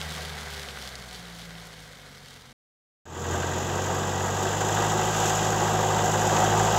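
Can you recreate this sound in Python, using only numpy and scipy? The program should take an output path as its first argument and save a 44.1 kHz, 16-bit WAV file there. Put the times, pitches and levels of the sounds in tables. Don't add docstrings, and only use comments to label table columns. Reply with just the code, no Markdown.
import sys
import numpy as np
from scipy import signal
from scipy.fft import rfft, irfft
from scipy.io import wavfile
from scipy.ndimage import uniform_filter1d

SR = 44100
rng = np.random.default_rng(int(sys.argv[2]) if len(sys.argv) > 2 else 0)


def generate_wav(sig):
    pcm = np.round(np.clip(np.atleast_2d(sig).T, -1, 1) * 32767).astype(np.int16)
    wavfile.write(sys.argv[1], SR, pcm)


N = 298998
T = np.arange(N) / SR
FREQS = np.maximum(np.fft.rfftfreq(8192, 1 / SR), 1)
LEAVE_END_S, DIESEL_START_S = 2.528, 3.055

# t/s, f/Hz
LEAVE_FIRING_RATE = [(0.0, 78.8), (0.54, 73.6), (0.71, 70.43), (0.93, 63.08), (1.25, 57.6), (1.64, 55.27),
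                     (2.19, 47.15), (2.5, 42.94)]
# starting level/dB, rise/dB per octave of revs
LEAVE_HUM = [(-42.2, 18), (-48, 9), (-59, -7)]
# multiple of the firing rate, level/dB against the clatter
LEAVE_GEAR_TONES = [(2.25, -26), (2.5, -33), (2.75, -35.5), (5.5, -21.5), (7, -36), (10.25, -25.5),
                    (11, -25)]
# f/Hz, level/dB
LEAVE_PIPE_SPECTRUM = [(25, -22), (55, -3.5), (90, -6.5), (125, -5), (180, 2), (245, -3), (320, -14),
                       (500, -29.5)]
LEAVE_BLOCK_SPECTRUM = [(190, -50.5), (320, -29.5), (366, -5), (404, 1), (433, -1.5), (495, -2),
                        (592, -2.5), (721, -3), (1050, -3.5), (1360, -2.5), (1470, 0), (1810, -3.5),
                        (2010, 0), (2450, -8.5), (2700, -12), (3510, -30.5), (5940, -120)]
MUD_SPECTRUM = [(1470, -26.5), (2500, -7.5), (2800, -3), (3120, 2), (4170, 0.5), (5750, -4.5), (6640, -5.5),
                (13700, -16.5), (14700, -18), (15500, -20.5)]
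# f/Hz, width/Hz, boost/dB
LEAVE_PANEL_MODES = [(335, 40, 1.5), (411, 22, -1.5), (495.5, 21, 6.5), (733, 42, 6.5), (1600, 70, 3.5),
                     (2210, 60, 3.5)]
# t/s, length/s, swell/dB
WET_PATCHES = [(0.86, 0.1, 3), (1.14, 0.12, 3.5), (1.42, 0.11, 2), (2.32, 0.14, 3)]
# t/s, peak level/dB, f/Hz
TWIG_SNAPS = [(0.0144, -16.5, 3300), (0.0274, -30.5, 4650), (0.0377, -34.5, 4030), (0.172, -27.5, 4000),
              (0.2069, -26.5, 4100), (0.5227, -30, 3390), (0.5432, -27.5, 3590), (0.6301, -27, 4120),
              (0.6873, -26, 3370), (0.8061, -35, 3680), (0.8754, -27, 4290), (0.9549, -22.5, 4580),
              (1.1114, -30, 3710), (1.1469, -29, 3713), (1.5542, -33, 3040)]
STONE_KNOCKS = [(0.178, -25, 1410), (0.476, -28.5, 1490), (0.773, -27, 1480)]

# t/s, f/Hz
DIESEL_FIRING_RATE = [(3.06, 42.3), (3.55, 44.84), (3.77, 47.14), (4.22, 47.41), (4.52, 49.75),
                      (4.69, 51.22), (5.04, 53.5), (5.17, 52.69), (5.6, 52.76), (5.85, 51.97),
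                      (6.25, 52.06), (6.78, 53.9)]
# starting level/dB, rise/dB per octave of revs
DIESEL_HUM = [(-55.5, 25), (-34, -6.5), (-41.5, 2.5)]
# multiple of the firing rate, level/dB against the clatter
DIESEL_TONES = [(3.5, -28), (3.75, -30.5), (4, -27.5), (4.25, -34.5), (7, -30.5), (9, -30.5), (10, -28),
                (11, -28), (14, -31), (15, -33), (16, -30), (18, -31)]
# f/Hz, level/dB
DIESEL_PIPE_SPECTRUM = [(25, -27), (45, -25), (65, -4.5), (110, -2.5), (160, -1), (215, 4), (260, -1.5),
                        (320, -0.5), (420, -17), (700, -44)]
DIESEL_BLOCK_SPECTRUM = [(290, -20), (355, -3.5), (420, -5.5), (520, -4.5), (565, -7.5), (660, -4.5),
                         (760, -1), (940, -2.5), (1030, -8.5), (1220, -6.5), (1430, -14), (1620, -10.5),
                         (1760, -17.5), (1950, -12), (2200, -29)]
INJECTOR_SPECTRUM = [(1240, -41), (2100, -15), (2230, -8.5), (2690, -1), (3140, 0), (3770, -3.5),
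                     (4400, -11.5), (5000, -8.5), (6500, -23), (11000, -120)]
INTAKE_SPECTRUM = [(2710, -33), (4600, -16), (5410, -10), (6740, 0), (7130, 1), (7620, -3), (8350, -16),
                   (9060, -27.5), (11700, -17.5), (12800, -20.5), (14000, -26), (15500, -22.5)]
# f/Hz, width/Hz, boost/dB
DIESEL_PANEL_MODES = [(374.2, 13, 6), (476.5, 16, 2.5), (751, 40, 3), (834, 16, 2), (1553, 78, 3.5)]
# place in the cycle/firings, f/Hz, Q, level/dB against the knock
LOOSE_PARTS = [(1.57, 1607, 10, -16.5), (1.75, 361, 14, -18), (3.75, 370, 5.4, -19)]
# t/s, length/s, hiss swell/dB, knock swell/dB, hum swell/dB
RUT_PULLS = [(3.35, 0.14, 1, 1.8, 1), (4.76, 0.23, 1.7, 0.7, 0.3), (5.25, 0.28, 3.5, -0.1, 0.3),
             (6.38, 0.2, 1.2, 2.0, 0.3), (6.6, 0.16, 0.3, 0.6, 3)]

CYLINDER_DB = [0.34, 0.55, -1, -0.11]
# f/Hz, level/dB
AIR_SPECTRUM = [(20, -5), (50, -3.5), (120, 0), (300, -13), (1000, -15.5), (4000, -20.5), (12000, -37.5)]


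def coming_diesel(from_m=19.7, speed_m_s=2.08):
    hz, octaves, firings = revs(DIESEL_FIRING_RATE)
    driven_m = speed_m_s * np.maximum(T - DIESEL_START_S, 0)
    nearness = from_m / (from_m - driven_m)
    pull_hiss_db, pull_knock_db, pull_hum_db = swells(RUT_PULLS)
    tones = whine(firings, DIESEL_TONES, waver_db=2.5)

    hum_db = hum_levels(hz, DIESEL_HUM, silencer_hz=157, width_hz=6.4, boom_db=3)
    hum = exhaust_hum(firings, hum_db, waver_db=0.75) * undb(pull_hum_db)
    pulses = clatter(firings, jitter_ms=0.27, valves_db=10, rattle_db=-0.5, ring_s=0.024)
    rumble = colour(pulses + tones, DIESEL_PIPE_SPECTRUM) * undb(-36.5 - 12.5 * octaves)

    works = clatter(firings, jitter_ms=0.1, valves_db=9, rattle_db=3.5, ring_s=0.1)
    knock = colour(works + tones, DIESEL_BLOCK_SPECTRUM, DIESEL_PANEL_MODES) + taps(firings)
    knock = grille(knock, driven_m) * undb(-31.5 + 7.5 * octaves + pull_knock_db)

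    tick = colour(puffs(firings, peak_at=0.39, steady=2.2, scatter_db=3.5), INJECTOR_SPECTRUM)
    tick *= undb(-44 + 10 * octaves + 0.7 * pull_hiss_db)
    hiss = colour(puffs(firings, peak_at=0.26, steady=1, scatter_db=1.75), INTAKE_SPECTRUM)
    hiss *= undb(-41.5 + 12.5 * octaves + pull_hiss_db)
    return nearness * (hum + rumble + knock + tick + hiss)


def leaving_car(from_m=4.96, speed_m_s=1.8):
    hz, octaves, firings = revs(LEAVE_FIRING_RATE)
    nearness = from_m / (from_m + speed_m_s * T)
    tones = whine(firings, LEAVE_GEAR_TONES, waver_db=3)
    squelch = wet_clicks(per_s=700, spread_db=3.5)

    hum_db = hum_levels(hz, LEAVE_HUM, silencer_hz=170, width_hz=16, boom_db=12.5)
    hum = exhaust_hum(firings, hum_db, waver_db=1.25)
    pulses = clatter(firings, jitter_ms=0.16, valves_db=14.5, rattle_db=-0.5, ring_s=0.05)
    rumble = colour(pulses + tones, LEAVE_PIPE_SPECTRUM) * undb(-49.5 + 2.5 * octaves)

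    works = clatter(firings, jitter_ms=0.12, valves_db=7, rattle_db=1.5, ring_s=0.073)
    block = colour(works + tones + 0.37 * squelch, LEAVE_BLOCK_SPECTRUM, LEAVE_PANEL_MODES)
    block *= undb(-41.5 + 7 * octaves)

    mud = tyre_mud(squelch) * undb(-41 + 9.5 * octaves)
    debris = cracks(TWIG_SNAPS, t60=0.02, q=1.9) + cracks(STONE_KNOCKS, t60=0.028, q=1.8)
    return nearness * (hum + rumble + block + mud) + debris


def revs(table):
    hz = np.interp(T, *np.transpose(table))
    return hz, np.log2(hz / hz[0]), np.cumsum(hz) / SR


def exhaust_hum(firings, levels_db, waver_db):
    return sum(tone(db + waver_db * walk(22), k * firings + rng.random())
               for k, db in enumerate(levels_db, 1))


def hum_levels(hz, orders, silencer_hz, width_hz, boom_db):
    return [db + per_octave * np.log2(hz / hz[0]) + resonance_db(k * hz, silencer_hz, width_hz, boom_db)
            for k, (db, per_octave) in enumerate(orders, 1)]


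def clatter(firings, jitter_ms, valves_db, rattle_db, ring_s, count=24):
    knocks = strikes(firings, np.arange(4), undb(CYLINDER_DB), jitter_ms, scatter_db=0)
    places = 4 * (np.arange(count) + rng.random(count)) / count
    valves = strikes(firings, places, rng.choice([-1, 1], count), jitter_ms, scatter_db=2)
    blows = knocks + undb(valves_db) * valves
    return unit(unit(blows) + undb(rattle_db) * rattle(blows, ring_s))


def strikes(firings, places, sizes, jitter_ms, scatter_db):
    cycle_starts = 4 * np.arange(int(firings[-1] / 4) + 1)
    points = (cycle_starts[:, None] + places).ravel()
    timing, strength = rng.standard_normal((len(points), 2)).T
    at = (np.interp(points, firings, T, right=-1) + jitter_ms * timing / 1000) * SR
    size = np.resize(sizes, len(points)) * undb(scatter_db * strength)
    inside = (at > 0) & (at < N - 1)
    return unit(np.bincount(at[inside].astype(int), size[inside], N))


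def rattle(blows, t60):
    decay = np.exp(-2 * np.log(1000) / (t60 * SR))
    energy = signal.lfilter([1], [1, -decay], blows ** 2 + 1e-12)
    return unit(np.sqrt(energy) * rng.standard_normal(N))


def grille(knock, driven_m, db_per_m=0.88):
    facing_db = -4.5 + db_per_m * driven_m
    beamed = knock + (undb(facing_db) - 1) * band(knock, hz=770, q=2.2)
    return beamed / undb(0.25 * facing_db)


def puffs(firings, peak_at, steady, scatter_db):
    k = firings.astype(int)
    phase = firings % 1 / peak_at
    size = undb(np.take(CYLINDER_DB, k, mode="wrap") + scatter_db * rng.standard_normal(k[-1] + 1)[k])
    return unit(rng.standard_normal(N) * (steady + size * phase * np.exp(1 - phase)))


def taps(firings, ring_s=0.025):
    out = 0
    for place, hz, q, db in LOOSE_PARTS:
        blows = strikes(firings, np.array([place]), [1], jitter_ms=0.27, scatter_db=0.5)
        ring = band(blows + 0.29 * rattle(blows, ring_s), hz, q)
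        out += undb(db) * unit(band(ring, hz, q=2.1))
    return out


def whine(firings, tones, waver_db, slip_cycles=0.075):
    return sum(tone(db + waver_db * (walk(9) - 1), k * firings + slip_cycles * walk(12))
               for k, db in tones)


def tyre_mud(squelch):
    churn_db, = swells(WET_PATCHES)
    tearing = 0.52 * squelch + 0.59 * rattle(squelch, t60=0.011) + 0.87 * rng.standard_normal(N)
    return colour(tearing, MUD_SPECTRUM) * undb(churn_db + 0.6 * walk(28))


def wet_clicks(per_s, spread_db):
    hit = rng.random(N) < per_s / SR
    clicks = hit * rng.uniform(-1, 1, N)
    return unit(clicks * undb(spread_db * np.minimum(rng.exponential(size=N), 3.5)))


def cracks(table, t60, q):
    out, t = np.zeros(N), T[:SR // 16]
    for s, db, hz in table:
        burst = 0.31 * rng.standard_normal(len(t)) * np.exp(-np.log(1000) * t / t60)
        burst[0] += 3.5
        crack = band(band(burst, hz, q), hz, q / 2)
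        out[int(s * SR):][:len(t)] += undb(db) * crack / np.abs(crack).max()
    return out


def forest(x, wet_db=-16, t60=0.63):
    t = T[:SR // 2]
    echoes = rng.standard_normal(len(t)) * np.exp(-np.log(1000) * t / t60)
    scattered = signal.oaconvolve(band(x, hz=2600, q=0.45), echoes / np.linalg.norm(echoes))[:N]
    return x + undb(wet_db) * scattered


def distant_air(level_db=-66):
    return undb(level_db) * colour(rng.standard_normal(N), AIR_SPECTRUM)


def colour(x, spectrum, peaks=()):
    hz, db = np.transpose(spectrum)
    db = np.interp(np.log(FREQS), np.log(hz), db)
    octaves_outside = np.maximum(np.log2(hz[0] / FREQS), 0) + np.maximum(np.log2(FREQS / hz[-1]), 0)
    db -= np.minimum(40 * octaves_outside, 60)
    db += sum(resonance_db(FREQS, *peak) for peak in peaks)
    cepstrum = irfft(np.log(undb(db)))
    cepstrum[1:len(FREQS) - 1] *= 2
    cepstrum[len(FREQS):] = 0
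    impulse = irfft(np.exp(rfft(cepstrum)))
    return unit(signal.oaconvolve(x, impulse)[:N])


def resonance_db(hz, centre_hz, width_hz, boost_db):
    return boost_db / (1 + (2 * (hz - centre_hz) / width_hz) ** 2)


def band(x, hz, q):
    return signal.lfilter(*signal.iirpeak(hz, q, fs=SR), x)


def tone(db, cycles):
    return np.sqrt(2) * undb(db) * np.sin(2 * np.pi * cycles)


def swells(table):
    return sum(np.outer(db, np.exp(-(2 * (T - s) / length) ** 2)) for s, length, *db in table)


def walk(rate_hz):
    hold = int(SR / rate_hz)
    steps = np.repeat(rng.standard_normal(N // hold + 1), hold)
    return unit(uniform_filter1d(steps, hold)[:N])


def undb(db):
    return 10 ** (np.asarray(db) / 20)


def unit(x):
    return x / np.sqrt(np.mean(x ** 2))


def scene(fade_in_s=0.27, fade_from_db=-19.5):
    cut_off = uniform_filter1d(1. * (T < LEAVE_END_S), size=128)
    fade_in = np.interp(T, [DIESEL_START_S, DIESEL_START_S + fade_in_s], [undb(fade_from_db), 1], left=0)
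    air = distant_air()
    leaving = cut_off * (forest(leaving_car()) + air)
    coming = fade_in * (forest(coming_diesel()) + air)
    return (leaving + coming)[None]


def record(dry):
    top_hz = 15650
    return signal.sosfilt(signal.ellip(10, 0.1, 80, top_hz, fs=SR, output="sos"), dry)


dry = scene()
out = record(dry)
generate_wav(out)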